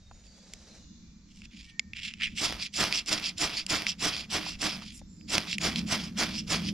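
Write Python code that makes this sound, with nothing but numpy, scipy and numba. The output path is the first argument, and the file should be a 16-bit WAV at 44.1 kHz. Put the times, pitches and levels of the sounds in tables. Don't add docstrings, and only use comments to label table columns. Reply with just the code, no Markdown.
import sys
import numpy as np
from scipy import signal
from scipy.fft import rfft, irfft, next_fast_len
from scipy.io import wavfile
from scipy.ndimage import uniform_filter1d, map_coordinates
from numba import njit

SR = 44100
rng = np.random.default_rng(int(sys.argv[2]) if len(sys.argv) > 2 else 0)


def master_out(mix):
    frames = np.transpose(np.atleast_2d(mix))
    ceiling = np.clip(frames, -1, 1)
    pcm = np.round(ceiling * 32767).astype(np.int16)
    wavfile.write(sys.argv[1], SR, pcm)


N = 296793


def undb(db):
    return 10 ** (np.asarray(db) / 20)


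def unit(x):
    return x / np.sqrt(np.mean(x ** 2))


def curve(rows):
    return np.interp(np.arange(N) / SR, *np.transpose(rows))


def add(track, s, sound):
    i = int(s * SR)
    track[i:i + len(sound)] += sound[:N - i]


def colour(x, points, share=1):
    hz, db = np.transpose(points)
    size = next_fast_len(N + 4096)
    f = np.arange(size // 2 + 1) * SR / size
    gain = undb(share * np.interp(np.log(f + 1), np.log(hz), db))
    return irfft(rfft(x, size) * gain, size)[..., :N]


@njit
def svf(x, hz, damping):
    y, b, l = np.empty(len(x)), 0., 0.
    for i in range(len(x)):
        g = np.tan(np.pi * min(hz[i], .45 * SR) / SR)
        v = (b + g * (x[i] + 1e-18 - l)) / (1 + g * (g + damping))
        b, l, y[i] = 2 * v - b, l + 2 * g * v, damping * v
    return y


def band(x, hz, damping):
    return np.apply_along_axis(svf, -1, x, hz * np.ones(x.shape[-1]), float(damping))


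def walk(rate):
    k = max(int(SR / rate), 2)
    held = rng.standard_normal(N)[np.arange(N) // k]
    return unit(uniform_filter1d(held, k))


def air(points, side_db):
    mid, side = colour(rng.standard_normal((2, N)), points)
    return unit(mid + undb(side_db) * np.array([side, -side]))


# time in seconds, level in dB before the gain below.
RUMBLE_SWELL = [(0.0, -67), (1.16, -56), (2.1, -54.5), (2.36, -48), (2.6, -56), (4.8, -50), (5.1, -54.5),
                (5.85, -39), (6.45, -47.5), (6.73, -35.5)]
# frequency in Hz, relative level in dB.
RUMBLE_COLOUR = [(20, -36), (62, -3.5), (100, -8), (135, -8.5), (175, 5), (215, 5), (270, -9), (350, -21.5),
                 (500, -26), (1000, -50.5)]
RUMBLE_GAIN_DB = 2.2


def rumble():
    level_db = curve(RUMBLE_SWELL) + RUMBLE_GAIN_DB + 2.17 * walk(7.4)
    return air(RUMBLE_COLOUR, side_db=-28.0) * undb(level_db)


WIND_DB, WIND_FOLLOWS = -56, 0.15


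def wind():
    swell = curve(RUMBLE_SWELL)
    gusts_db = WIND_DB + WIND_FOLLOWS * (swell - swell.mean()) + 3.5 * walk(12)
    return air([(15, -1.5), (60, 5.5), (120, -3.5), (300, -33), (1000, -56)], side_db=-13.5) * undb(gusts_db)


# frequency in Hz, relative level in dB.
HISS_COLOUR = [(400, -19.5), (900, -6.5), (2400, -7), (3100, -12), (4400, -0.5), (7400, -2), (8500, -42),
               (14000, -52)]


def faint_hiss():
    return air(HISS_COLOUR, side_db=-6.5) * undb(-66 + 0.53 * walk(4.94))


# peak in seconds, level in dB, rise in seconds, fall in seconds.
CLOTHES_SHIFT = (0.72, -58.5, 0.94, 0.18)
# frequency in Hz, relative level in dB.
CLOTH_COLOUR = [(200, -5.5), (550, 7.5), (1000, -3.5), (2200, -2), (2900, -5), (6000, 3.5), (9000, -11.5),
                (15000, -32)]


def clothes():
    s, db, rise, fall = CLOTHES_SHIFT
    shift = curve([(s - rise, 0), (s, 1), (s + fall, 0)])
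    return air(CLOTH_COLOUR, side_db=-23) * shift * undb(db + 2 * walk(40.5))


def scatter(x, decay_s):
    t = np.arange(int(7 * decay_s * SR)) / SR
    echo = unit(rng.standard_normal((2, len(t))) * np.exp(-t / decay_s)) / np.sqrt(len(t))
    return signal.fftconvolve(np.atleast_2d(x), echo, axes=1)[:, :N]


WARBLE_HZ = 45.2


def whistle(length, start_hz, end_hz, warble):
    u = np.linspace(0, 1, int(length * SR))
    glide = start_hz + (end_hz - start_hz) * u
    hz = glide * (1 + warble * np.sin(2 * np.pi * WARBLE_HZ * length * u))
    loudness = np.sqrt(2 * np.abs(np.sin(np.pi * u)))
    return loudness * np.sin(2 * np.pi * np.cumsum(hz) / SR)


# start in seconds, starting pitch in Hz, level in dB before the mix.
WHISTLES = [(0, 3780, -69), (.09, 6970, -64), (.24, 4670, -62.5), (.675, 4160, -64.5), (.76, 2920, -75),
            (1.0, 2410, -75), (1.62, 2330, -67), (1.655, 1864, -62), (5.07, 7320, -62), (5.16, 5050, -67)]
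WHISTLE_S, WHISTLE_FALL, WHISTLE_WARBLE = .11, 0.0298, .006
# start in seconds, length in seconds, starting pitch in Hz,
# ending pitch in Hz, warble as a share of the pitch, level in dB before the mix.
TRILL = (0.2, 0.9, 5900, 4899.5, -0.32, -65.5)
CHORUS_PER_S, CHORUS_HZ, CHORUS_DB = 9, (3400, 7300), -71


def birds():
    song, chorus = np.zeros((2, N))
    for s, hz, db in WHISTLES:
        add(song, s, undb(db) * whistle(WHISTLE_S, hz, hz * (1 - WHISTLE_FALL), WHISTLE_WARBLE))
    s, *shape, db = TRILL
    add(song, s, undb(db) * whistle(*shape))
    for when, pitch in rng.random((int(CHORUS_PER_S * N / SR), 2)):
        hz = np.interp(pitch, [0, 1], CHORUS_HZ)
        call = whistle(WHISTLE_S, hz, hz * (1 - WHISTLE_FALL), warble=.04)
        add(chorus, when * N / SR, undb(CHORUS_DB) * call)
    return undb(-1) * song + undb(3.5) * scatter(song + chorus, decay_s=0.18)


def forest(x):
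    trunks = undb(-38) * scatter(x, decay_s=.1)
    near = colour(scatter(x, decay_s=0.0018), [(700, -20), (2500, -8.5), (10000, -6)])
    return x + near + trunks


def contacts(rows, decay_s, damping):
    out, t = np.zeros(N), np.arange(SR // 25) / SR
    for s, db, hz in rows:
        push = (t == 0) + 0.29 * rng.standard_normal(len(t)) * np.exp(-t / decay_s)
        hit = band(band(push, hz, damping), hz, damping)
        add(out, s, undb(db) * hit / np.abs(hit).max())
    return out


# start in seconds, peak level in dB, centre frequency in Hz.
TAPS = [(.112, -42, 870), (4.465, -32, 940), (4.82, -39, 1100), (5.015, -45.5, 600)]


def hand_taps():
    return contacts(TAPS, decay_s=0.0029, damping=0.75)


# start in seconds, peak level in dB before the steel rings, centre frequency in Hz.
CLICKS = [(.536, -23, 5000), (1.419, -35, 3000), (1.934, -28.5, 3270), (2.0, -29, 3500), (2.032, -25, 3300),
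          (2.138, -26.5, 3400), (2.27, -24, 3300), (2.9255, -8.5, 3500), (3.061, -23.5, 5200),
          (3.241, -18, 4200), (3.382, -19.5, 5100), (3.665, -16, 5100), (3.867, -12, 3300),
          (4.166, -19, 4500), (4.619, -16, 5440), (5.211, -45, 3000), (5.529, -17, 3100),
          (5.583, -16, 4700), (5.614, -21, 4000), (5.7595, -12.5, 3900), (6.689, -22, 2900)]


def steel_clicks():
    return contacts(CLICKS, decay_s=0.001, damping=1.13)


# start in seconds, level in dB.
SNAP = (1.7947, -17.5)
# pitch in Hz, relative level in dB, time to fall by 60 dB in seconds.
SNAP_MODES = [(2170, -1, 0.016), (2700, 4.5, 0.0027), (3500, -4.5, 0.0087), (4500, 2, 0.0051),
              (5100, -2, 0.012), (6910, 5.5, 0.0065)]


def snap():
    out, t = np.zeros(N), np.arange(SR // 25) / SR
    s, level_db = SNAP
    ring = 0
    for k, (hz, db, t60) in enumerate(SNAP_MODES):
        ring = ring + (-1) ** k * undb(db - 60 * t / t60) * np.sin(2 * np.pi * hz * t)
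    onset = 1 - np.exp(-(t / 0.00033) ** 2)
    add(out, s, undb(level_db) * ring * onset)
    return out


# frequency in Hz, side level in dB.
SPREAD = [(900, -20), (2000, -27), (3500, -10), (8000, -16), (12000, -8.5)]


def grains(rate, spread_db, chatter_hz, chatter_db):
    size = undb(spread_db * np.minimum(rng.exponential(size=N), 3))
    chatter = 2 * np.tanh(unit(band(rng.standard_normal(N), chatter_hz, 0.81)) / 2)
    clicks = (rng.random(N) < rate / SR) * size * undb(chatter_db * chatter)
    mid, side = clicks * rng.choice([-1, 1], (2, N))
    side = colour(side, SPREAD)
    return unit(np.array([mid + side, mid - side]))


def crack():
    t = np.arange(SR // 100) / SR
    return 0.24 * rng.standard_normal(len(t)) * np.exp(-t / 0.0013) - (t == 0)


def across_strokes(first, last):
    return np.linspace(first, last, len(STROKES))


# start in seconds, level in dB before gain and colour.
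POPS = [(2.525, -19), (2.84, -14.5), (3.198, -23.5), (3.739, -33), (3.821, -21), (4.086, -17.5),
        (5.381, -7), (6.234, -16.5)]
# frequency in Hz, relative level in dB.
SPARK_COLOUR = [(50, -0.5), (150, 5), (400, 1.5), (520, -1.5), (700, 3.5), (830, -2), (1100, 2), (2700, -2),
                (5000, 0.5), (7500, -13), (9000, -15), (11000, -22), (13000, -23), (15500, -35)]
# seconds to fall by 20 dB, first and last stroke
EMBER_DECAY_S = (0.3, .16)


def sparks():
    t = np.arange(N) / SR
    flare, embers, pops = np.zeros((3, N))
    life_s = 0.21
    for (s, *_, delay, db), decay in zip(STROKES, across_strokes(*EMBER_DECAY_S)):
        age = t - s - delay
        near = np.abs(age) < .5
        before, after = np.minimum(age[near], 0), np.maximum(age[near], 0)
        ignition = np.exp(-(before / 0.035) ** 2)
        flare[near] += undb(db) * ignition * np.exp(-(after / 0.027) ** 2)
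        burn_out = undb(-20 * after / decay) * np.exp(-(after / life_s) ** 6)
        embers[near] += undb(db - 8.0) * ignition * burn_out
    for s, db in POPS:
        add(pops, s, undb(db + 11) * crack())
    burst = flare * grains(rate=8000, spread_db=2.0, chatter_hz=350.0, chatter_db=5.0)
    crackle = embers * grains(rate=4000, spread_db=4, chatter_hz=200, chatter_db=4)
    crackle = colour(crackle, [(100, -0.5), (1500, 3.0), (5000, 3.5), (8000, 3.0), (14000, 7.5)])
    shower = colour(undb(7) * (burst + crackle), SPARK_COLOUR)
    return shower + colour(pops, SPARK_COLOUR, share=0.73)


# pitch in Hz, width in Hz, level in dB,
# dB gained at the top of the rod (and lost at the bottom).
STEEL = [(2204, 740, -4.5, 4), (2650, 270, -2.5, 3), (3500, 1740, -3, -1), (5000, 940, -3.5, 0),
         (6950, 360, -1, 4.5), (9400, 940, -15, -7)]


def steel(x):
    lead_s, lag_s, swing_octaves = .035, .07, .04
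    place = curve([point for s, *_ in STROKES for point in ((s - lead_s, 1), (s + lag_s, -1))])
    tuning = 2 ** (swing_octaves * place + 0.07 * walk(35))
    return sum(undb(db + top_db * place) * band(x, hz * tuning, width / hz) for hz, width, db, top_db in STEEL)


def scrape(teeth, s, db, rise, fall, hz, glide, damping):
    a, b = max(int((s - 2 * rise) * SR), 0), min(int((s + 2 * fall) * SR), N)
    t = np.arange(a, b) / SR - s
    travel = np.where(t < 0, t / rise, t / fall)
    contact = (1 + np.tanh((t + rise) / 0.0094)) / 2
    speed = contact * undb(np.where(t < 0, -15, -20) * np.abs(travel) ** 2.04)
    centre = hz * (0.77 + 0.26 * speed) * 2 ** (glide * np.tanh(travel))
    hiss = band(band(teeth[:, a:b], centre, damping), centre, damping)
    out = np.zeros((2, N))
    out[:, a:b] = undb(db) * speed * unit(hiss)
    return out


# fastest travel in seconds, scrape level in dB, rise in seconds, fall in seconds,
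# spark delay in seconds, sparks level in dB before gain and colour.
STROKES = [(2.421, -27, 0.068, 0.14, 0.026, -32.5), (2.802, -24.5, 0.071, 0.086, .016, -28),
           (3.107, -25, .044, .11, 0.021, -32.5), (3.428, -25.5, 0.057, 0.077, 0.011, -31.5),
           (3.73, -24.5, .05, 0.091, 0.0097, -30.5), (4.055, -24.5, 0.066, 0.075, 0.0036, -30.5),
           (4.354, -25.5, .057, 0.059, 0.0066, -31.5), (4.642, -25.5, 0.051, .08, 0.015, -32.5),
           (5.342, -24.5, 0.06, 0.062, 0.011, -31), (5.655, -25, 0.056, 0.061, 0.0065, -30),
           (5.924, -26.5, 0.061, .062, .012, -30.5), (6.21, -23.2, 0.042, 0.058, 0.012, -30),
           (6.53, -27, 0.061, 0.086, 0.007, -31)]
# fastest travel in seconds, level in dB, half length in seconds.
RETURNS = [(2.636, -33, 0.054), (2.966, -28, 0.057), (3.271, -29.5, .05), (3.578, -30.5, 0.053),
           (3.895, -29, 0.041), (4.185, -34, .064), (4.497, -35, 0.063), (4.742, -38.5, 0.035),
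           (5.516, -32, 0.052), (5.781, -33, 0.041), (6.04, -38, .06), (6.372, -35.5, 0.07),
           (6.675, -35.5, 0.052)]
# fastest travel in seconds, level in dB,
# half length in seconds, nominal hiss centre in Hz.
RUBS = [(0.259, -56, 0.027, 5200), (1.374, -58, 0.096, 4800), (1.449, -49.5, 0.021, 3800),
        (1.623, -51.5, .12, 4200), (1.975, -41.5, .03, 3400), (2.06, -37, .062, 3700),
        (2.242, -29.5, .041, 2950), (2.27, -53, 0.15, 3400), (2.39, -33, .03, 3700),
        (4.87, -45, 0.11, 4200), (4.96, -41, .05, 7500)]
DRAG_DELAY_S, DRAG_DB, DRAG_S = 0.074, (-13, -21), 0.044
STROKE_HZ, RETURN_HZ, DRAG_HZ = 5300, 4500, 3600
GRIT_PER_S, GRIT_DB = 38, -8.5


def blade():
    ridges = undb(2.63 * walk(80))
    bite = ridges * grains(rate=12000, spread_db=2.0, chatter_hz=397, chatter_db=5.5)
    skim = ridges * grains(rate=8000, spread_db=3.5, chatter_hz=305, chatter_db=3.5)
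    grit = unit((rng.random(N) < GRIT_PER_S / SR) * rng.uniform(0.39, 1, N))
    slips = unit(skim * undb(3.2 * np.tanh(walk(170)))) + undb(GRIT_DB) * grit

    down = sum(scrape(bite, s, db, rise, fall, STROKE_HZ, glide=-0.18, damping=1.1)
               for s, db, rise, fall, *_ in STROKES)
    light = [(skim, s + DRAG_DELAY_S, db + drag_db, DRAG_S, DRAG_S, DRAG_HZ)
             for (s, db, *_), drag_db in zip(STROKES, across_strokes(*DRAG_DB))]
    light += [(skim, s, db, half, half, RETURN_HZ) for s, db, half in RETURNS]
    back = sum(scrape(*row, glide=0.032, damping=1.2) for row in light)
    rubs = sum(scrape(slips, s, db, half, half, hz, glide=.04, damping=1.05) for s, db, half, hz in RUBS)

    drift = 2 ** (0.13 * walk(13))
    free = band(back, 4950 * drift, 0.22) + undb(-5.3) * band(back, 2720 * drift, 0.18)
    return undb(-2.5) * down + undb(-2.0) * (back + free) + undb(.5) * rubs


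def scene():
    background = rumble() + wind() + faint_hiss() + clothes()
    metal = steel(blade() + undb(1) * steel_clicks())
    front = metal + snap() + sparks() + hand_taps()
    return background + birds() + forest(front)


# frequency in Hz, level in dB before each side's share.
PORTS = [(200, 0), (1000, -1.5), (2700, 2), (4500, -3), (6200, -2.5), (6900, -6), (8300, -3), (13000, -4)]
TOP_HZ = 15800


def record(dry):
    left, right = colour(dry[0], PORTS, share=0.86), colour(dry[1], PORTS, share=0.21)
    lag_samples = 0.88
    left = map_coordinates(left, [np.arange(N) - lag_samples], order=3)
    right = right + undb(12.5) * band(right, 311.2, 0.046)
    top_cut = signal.ellip(10, .2, 70, TOP_HZ, fs=SR, output="sos")
    return signal.sosfilt(top_cut, np.array([left, right]))


dry = scene()
out = record(dry)
master_out(out)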